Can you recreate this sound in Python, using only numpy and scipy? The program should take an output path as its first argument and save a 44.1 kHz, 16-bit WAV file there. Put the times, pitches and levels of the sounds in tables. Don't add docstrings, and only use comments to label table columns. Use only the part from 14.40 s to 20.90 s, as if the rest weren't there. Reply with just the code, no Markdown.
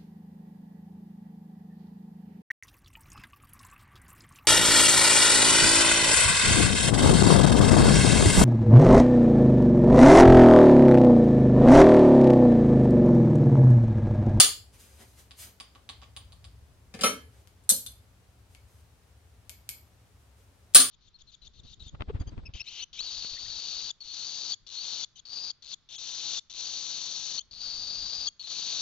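import sys
import numpy as np
from scipy import signal
from scipy.fft import rfft, irfft
from scipy.io import wavfile

SR = 44100
rng = np.random.default_rng(int(sys.argv[2]) if len(sys.argv) > 2 else 0)


def file_out(sig):
    cols = np.atleast_2d(sig).T
    lim = np.clip(cols, -1, 1)
    pcm = np.round(lim * 32767).astype(np.int16)
    wavfile.write(sys.argv[1], SR, pcm)


N = 286650
LEAD_IN = 512

# frequency_hz, likeness_share
ROOM_LIKENESS = [(150, 1), (500, 0.55), (1200, .25), (4000, .12), (15000, 0.17)]
# frequency_hz, level_db
TOOL_CRACK = [(120, -33.5), (200, -7), (550, -5), (1400, -3), (3100, 4), (5000, 4), (9000, -6),
              (13000, -24), (16000, -16)]


def amp(db):
    return 10 ** (np.asarray(db) / 20)


def at_hz(points, hz):
    table_hz, values = np.transpose(points)
    return np.interp(np.log(np.maximum(hz, 1)), np.log(table_hz), values)


def tilted_gain(spectrum, tilt_db, size):
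    hz = np.fft.rfftfreq(size, 1 / SR)
    return amp(at_hz(spectrum, hz) + tilt_db * np.log2(np.maximum(hz, 200) / 4000))


def coloured(white, spectrum, tilt_db=0):
    size = white.shape[-1]
    noise = irfft(rfft(white) * tilted_gain(spectrum, tilt_db, size), size)
    return noise / np.sqrt(np.mean(noise ** 2) + 1e-20)


def diffuse(likeness, size):
    mid, side = rfft(rng.standard_normal((2, size)))
    alike = np.clip(at_hz(likeness, np.fft.rfftfreq(size, 1 / SR)), 0, 1)
    return irfft(np.sqrt(1 + alike) * mid + np.sqrt(1 - alike) * side * [[1], [-1]], size)


def click(spectrum, tilt_db, size):
    cepstrum = irfft(np.log(tilted_gain(spectrum, tilt_db, size)), size)
    cepstrum[1:size // 2] *= 2
    cepstrum[size // 2 + 1:] = 0
    pulse = irfft(np.exp(rfft(cepstrum)), size)
    return pulse / np.sqrt(np.sum(pulse ** 2))


def ringing(modes, drive_db, tilt_db, pivot_hz, t):
    hz, level_db, t60_s = np.array(modes).T[:, :, None]
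    sign = (-1) ** np.arange(len(modes))[:, None]
    start_db = level_db + drive_db + tilt_db * np.log2(hz / pivot_hz) + rng.normal(0, 2.5, hz.shape)
    return np.sum(sign * amp(start_db - 60 * t / t60_s) * np.sin(2 * np.pi * hz * t), axis=0)


def struck(blows, modes, crack, chatter_db, chatter_t60_s,
           thud_lag_s, thud_tilt_db, pan_left_db, left_lag_samples):
    # pitch_hz, level_db, t60_s
    bench_modes = [(185.3, -2, .04), (266, -7.5, 0.047), (440, -4, 0.041), (526.4, 0, 0.03),
                   (695.7, -4.5, .04), (1160, -3, 0.012)]
    size = 8192
    t = np.arange(size) / SR
    out = np.zeros((2, LEAD_IN + N + size))
    for start_s, level_db, tilt_db, thud_db, ringing_db in blows:
        contact = rng.standard_normal(size) ** 3 * amp(chatter_db - 60 * t / chatter_t60_s)
        contact[0] = 1
        steel = ringing(modes, ringing_db, tilt_db, pivot_hz=4000, t=t)
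        bench = ringing(bench_modes, thud_db, thud_tilt_db, pivot_hz=500, t=t)
        bench = np.pad(bench, (round(thud_lag_s * SR), 0))[:size]
        sound = signal.fftconvolve(click(crack, tilt_db, size), contact)[:size] + steel + bench
        for channel, lag in enumerate([left_lag_samples, 0]):
            start = LEAD_IN + round(start_s * SR) + lag
            out[channel, start:start + size] += sound * amp(level_db + pan_left_db * (.5 - channel))
    return out[:, :LEAD_IN + N]


def stack_knocks():
    # start_s, level_db, tilt_db_per_octave, thud_db, ringing_db
    knocks = [(-0.006, 5, 0.73, -49.5, -19), (0.004, -24, -1, -22.5, -34), (0.019, -28, 7, -48, -34),
              (0.037, -10, 1.5, -50, -24), (6.338, -32.5, 3, -44, -48), (6.3475, 3.5, 4.5, -33.5, -20),
              (6.3545, 4, -0.14, -37, -24), (6.366, -11, -1.5, -54.5, -25), (6.385, -17, 7, -40, -23),
              (6.402, -6.5, 2, -55, -20), (6.418, -22.5, -2, -49, -37)]
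    # pitch_hz, level_db, t60_s
    modes = [(1208.4, -15.5, 0.091), (1966, -10.5, .02), (3560, -11, 0.015), (4350, -6.5, .02),
             (4830, -23, 0.013), (5800, -12, .03), (6880, -7, 0.013), (7490, -6.5, .05), (8590, -8, .05),
             (8855, 2, 0.046), (9180, 0.5, 0.13), (9560, -1, .07), (9300, 6, 0.05), (9240, -6, .08),
             (9370, -2, 0.048), (10823, -5.5, .05), (10960, -1, .05), (11200, -6.5, 0.071)]
    # frequency_hz, level_db
    crack = [(180, -52), (300, -23.5), (787, -14.5), (1030, -21.5), (1190, -7.5), (2140, -20), (2840, -7.5),
             (4300, -4.5), (6000, -10), (7690, -2), (8360, -15.5), (9090, -11), (10200, -13.5),
             (16000, -26)]
    return struck(knocks, modes, crack, chatter_db=-24.5, chatter_t60_s=0.054,
                  thud_lag_s=0.0016, thud_tilt_db=0, pan_left_db=8, left_lag_samples=2)


def room_tone():
    # time_s, level_db
    swell = [(0.0, -54), (0.5, -58.5), (1.3, -60.5), (1.9, -51), (2.8, -57), (3.56, -56), (4.0, -59.5),
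             (4.31, -56), (4.65, -58.5), (6.5, -60)]
    # frequency_hz, level_db
    rumble_colour = [(12, -68), (20, -37.5), (27, -28), (35, -11.5), (42, -9.5), (70, 4.5), (92, -2),
                     (114, -0.5), (123, -8), (140, -20), (173, -17.5), (217, -27), (260, -25), (340, -51.5),
                     (570, -120)]
    # frequency_hz, level_db
    hiss_colour = [(76, -39), (130, -7), (172, 0), (224, -5), (274, -2.5), (303, -7.5), (419, -4),
                   (493, -6.5), (556, -5.5), (1980, -13.5), (9960, -20), (14900, -26), (16200, -31)]
    rumble_likeness = [(35, .55), (70, 1.0), (130, 0.9)]   # frequency_hz, likeness_share
    swell_db = np.interp(np.arange(N) / SR, *np.transpose(swell))
    rumble = amp(swell_db) * coloured(diffuse(rumble_likeness, N), rumble_colour)
    hiss = amp(-65.5) * coloured(diffuse(ROOM_LIKENESS, N), hiss_colour)
    return rumble * amp([[1.1], [-1.1]]) + hiss * amp([[.6], [-.6]])


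def hand_scuffs():
    # peak_s, hold_s, level_db, bright_share
    scuffs = [(0.338, .012, -61, 0.5), (0.4, .004, -58, 1), (.43, .17, -64.5, 0.62),
              (.608, .012, -55.5, 0.35), (.68, .07, -71, 1), (0.784, .012, -57, 0.68), (.992, .045, -49, 1),
              (1.065, .02, -66, 0), (2.93, .08, -69, 0.34), (4.11, .03, -72, 1), (4.284, .12, -74.5, 1),
              (5.8, .01, -77.5, .9), (5.975, .05, -72.5, 0.46)]
    # frequency_hz, level_db
    colour = [(150, -9), (300, -2.5), (1200, -4), (2500, -3), (6000, -4), (11000, -5.5), (16000, -20.5)]
    rise_db_per_s, fall_db_per_s = 709, 326
    t, out = np.arange(N) / SR, np.zeros(N)
    slips = rng.standard_normal(N) * amp(2.0 * np.minimum(rng.exponential(1, N), 6))
    dull, bright = coloured(slips, colour, tilt_db=-4), coloured(slips, colour, tilt_db=2.5)
    for peak_s, hold_s, level_db, bright_share in scuffs:
        loss_db = rise_db_per_s * np.maximum(peak_s - t, 0)
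        loss_db += fall_db_per_s * np.maximum(t - peak_s - hold_s, 0)
        friction = bright_share * bright + (1 - bright_share) * dull
        out += amp(level_db - np.minimum(loss_db, 200)) * friction
    return np.pad(out * amp([[1.1], [-1.1]]), ((0, 0), (LEAD_IN, 0)))


def ring_taps():
    # start_s, level_db, tilt_db_per_octave, thud_db, ringing_db
    taps = [(0.9092, -34, -1, -37, -4.5), (1.2009, -25, 0.8, -32.5, -5), (1.3511, -35.5, -3.5, -27.5, -11),
            (1.491, -24.5, 0, -30.5, -5.5), (1.6176, -38.5, -1, -22.5, -5), (1.6329, -34, -0.5, -48, -16),
            (1.7649, -25.5, 2.5, -36, -5.5), (1.922, -39, 2, -26.5, -5), (2.0433, -37.5, -0.5, -30, -0.5)]
    # pitch_hz, level_db, t60_s
    modes = [(3780, -1, .005), (4400, -1, .004), (4900, -4, .004), (7570, -20, .06), (8400, -31, .05),
             (9110, -17, .07)]
    # frequency_hz, level_db
    crack = [(300, -12), (550, -26), (1100, -10.5), (2000, -5.5), (3000, 1), (4300, -12), (6100, -5.5),
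             (9400, -19), (10500, -29), (16000, -23)]
    return struck(taps, modes, crack, chatter_db=-40, chatter_t60_s=0.01,
                  thud_lag_s=0.00556, thud_tilt_db=12.5, pan_left_db=1, left_lag_samples=2)


def washer_nudges():
    # start_s, level_db, tilt_db_per_octave, thud_db, ringing_db
    nudges = [(2.5397, -35, -1.5, -9, -18), (2.610, -24.5, 1.5, -19.5, -10)]
    # pitch_hz, level_db, t60_s
    modes = [(3208, -9, .06), (4880, -6, .08), (7430, 0, .12), (8190, -9, .07), (9932, -7, .08)]
    return struck(nudges, modes, TOOL_CRACK, chatter_db=-19, chatter_t60_s=0.05,
                  thud_lag_s=0.0027, thud_tilt_db=-5, pan_left_db=7, left_lag_samples=4)


def tool_fall():
    # start_s, level_db, tilt_db_per_octave, thud_db, ringing_db
    bounces = [(2.590, -36, -3, -8, -26), (2.6354, -18.5, 0, -7.5, -7.5), (2.642, -21, -2.2, -21, -23),
               (2.662, -21.5, -1.5, -24, -16)]
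    # pitch_hz, level_db, t60_s
    modes = [(1321, 1, 0.063), (1708, -17.5, 0.44), (2112, -12.5, 0.14), (2185, -9.5, 0.25),
             (2500, -23, .07), (2920, -27, 0.025), (3110, 0.5, 0.065), (3620, -10.5, 0.069),
             (4200, -2, 0.1), (4940, -10, 0.1), (5440, -2, 0.13), (5900, 6.5, 0.2), (7036, -18, 0.056),
             (7435, -12, 0.08), (8193, -11, .09), (9200, -21, 0.084), (9100, -8, 0.12), (9970, -3, 0.15),
             (10600, -15, 0.08), (11070, -10, 0.081), (12330, -28, 0.088), (12700, -13, 0.056),
             (13260, -15.5, 0.086)]
    return struck(bounces, modes, TOOL_CRACK, chatter_db=-19.5, chatter_t60_s=0.074,
                  thud_lag_s=0.00193, thud_tilt_db=-1.3, pan_left_db=3, left_lag_samples=4)


def tooth_ticks():
    # start_s, level_db, tilt_db_per_octave, thud_db, ringing_db
    ticks = [(3.0734, -35.5, -2.8, -47, -32), (4.149, -34.5, -3.5, -51, -15), (5.0948, -19, 1, -46, -27),
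             (5.2909, -11, 3, -55.5, -29)]
    # pitch_hz, level_db, t60_s
    modes = [(2220, -8, 0.057), (2596, -3, 0.01), (4500, -13, 0.0084), (11200, 0, 0.012)]
    # frequency_hz, level_db
    crack = [(350, -43), (600, -22.5), (1050, -13.5), (1510, -5), (2180, -8.5), (3210, -2), (6830, -2),
             (10500, -4.5), (11800, 1), (16000, -31)]
    return struck(ticks, modes, crack, chatter_db=-45, chatter_t60_s=0.0097,
                  thud_lag_s=0.0075, thud_tilt_db=5, pan_left_db=11, left_lag_samples=18)


def clip_snap():
    # start_s, level_db, tilt_db_per_octave, thud_db, ringing_db
    snaps = [(3.238, -47.5, -5, -41, -29), (3.2921, 3.5, 3.5, -48.5, -24.5), (3.3015, 2, 0, -78.5, -28),
             (3.463, -22, -2, -50.5, -14)]
    # pitch_hz, level_db, t60_s
    modes = [(3590, -5.5, 0.021), (4115, -6, 0.036), (4800, -14.5, 0.025), (5780, -16.5, .04),
             (6270, -8.5, 0.034), (9345, -1.5, 0.037), (11320, -4, 0.015)]
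    # frequency_hz, level_db
    crack = [(400, -55), (700, -22), (1380, -16), (2100, -28.5), (3800, -7.5), (5200, -14.5), (7000, -5),
             (9800, -1), (12000, -11.5), (16000, -28)]
    return struck(snaps, modes, crack, chatter_db=-30.5, chatter_t60_s=0.022,
                  thud_lag_s=0.022, thud_tilt_db=-6, pan_left_db=10, left_lag_samples=16)


def garage(direct, wet_db, echoes_db, build_s):
    # frequency_hz, t60_s
    decay = [(100, .2), (300, 0.39), (700, .28), (2000, 0.3), (5000, .31), (9000, 0.25), (15000, 0.33)]
    # delay_s, level_db
    wall_echoes = [(.0048, 3), (.0088, 2.5), (0.017, -7.5)]
    t, edges_hz = np.arange(24000) / SR, 60 * 2 ** np.arange(0, 8.4, .5)
    white, tail = diffuse(ROOM_LIKENESS, len(t)), 0
    for low, high in zip(edges_hz, edges_hz[1:]):
        band = signal.sosfilt(signal.butter(2, [low, high], "band", fs=SR, output="sos"), white)
        tail += band * amp(-60 * t / at_hz(decay, np.sqrt(low * high)))
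    tail *= 1 - np.exp(-t / build_s)
    tail *= amp(wet_db) / np.sqrt(np.sum(tail ** 2) / 2)
    for delay_s, echo_db in wall_echoes:
        for side in tail:
            side[int((delay_s + rng.uniform(0, .0008)) * SR)] += amp(echoes_db + echo_db)
    reflections = signal.fftconvolve(direct.mean(0, keepdims=True), tail, axes=1)
    return direct + reflections[:, :direct.shape[1]]


def scene():
    work = (garage(stack_knocks(), wet_db=2.5, echoes_db=-5, build_s=0.0061)
            + garage(hand_scuffs(), wet_db=-1.5, echoes_db=-6.5, build_s=0.0019)
            + garage(ring_taps(), wet_db=4, echoes_db=-4, build_s=0.00033)
            + garage(washer_nudges() + tool_fall(), wet_db=5.5, echoes_db=-3, build_s=0.0031)
            + garage(tooth_ticks(), wet_db=1.8, echoes_db=-12, build_s=0.0011)
            + garage(clip_snap(), wet_db=4.5, echoes_db=-2.5, build_s=0.0019))
    return work[:, LEAD_IN:] + room_tone()


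def record(dry):
    low_cut_hz, high_cut_hz = 38, 16650
    trimmed = signal.sosfilt(signal.butter(4, low_cut_hz, "high", fs=SR, output="sos"), dry)
    rounded = 1.2 * np.tanh(trimmed / 1.2)
    return signal.sosfilt(signal.cheby2(16, 70, high_cut_hz, fs=SR, output="sos"), rounded)


dry = scene()
out = record(dry)
file_out(out)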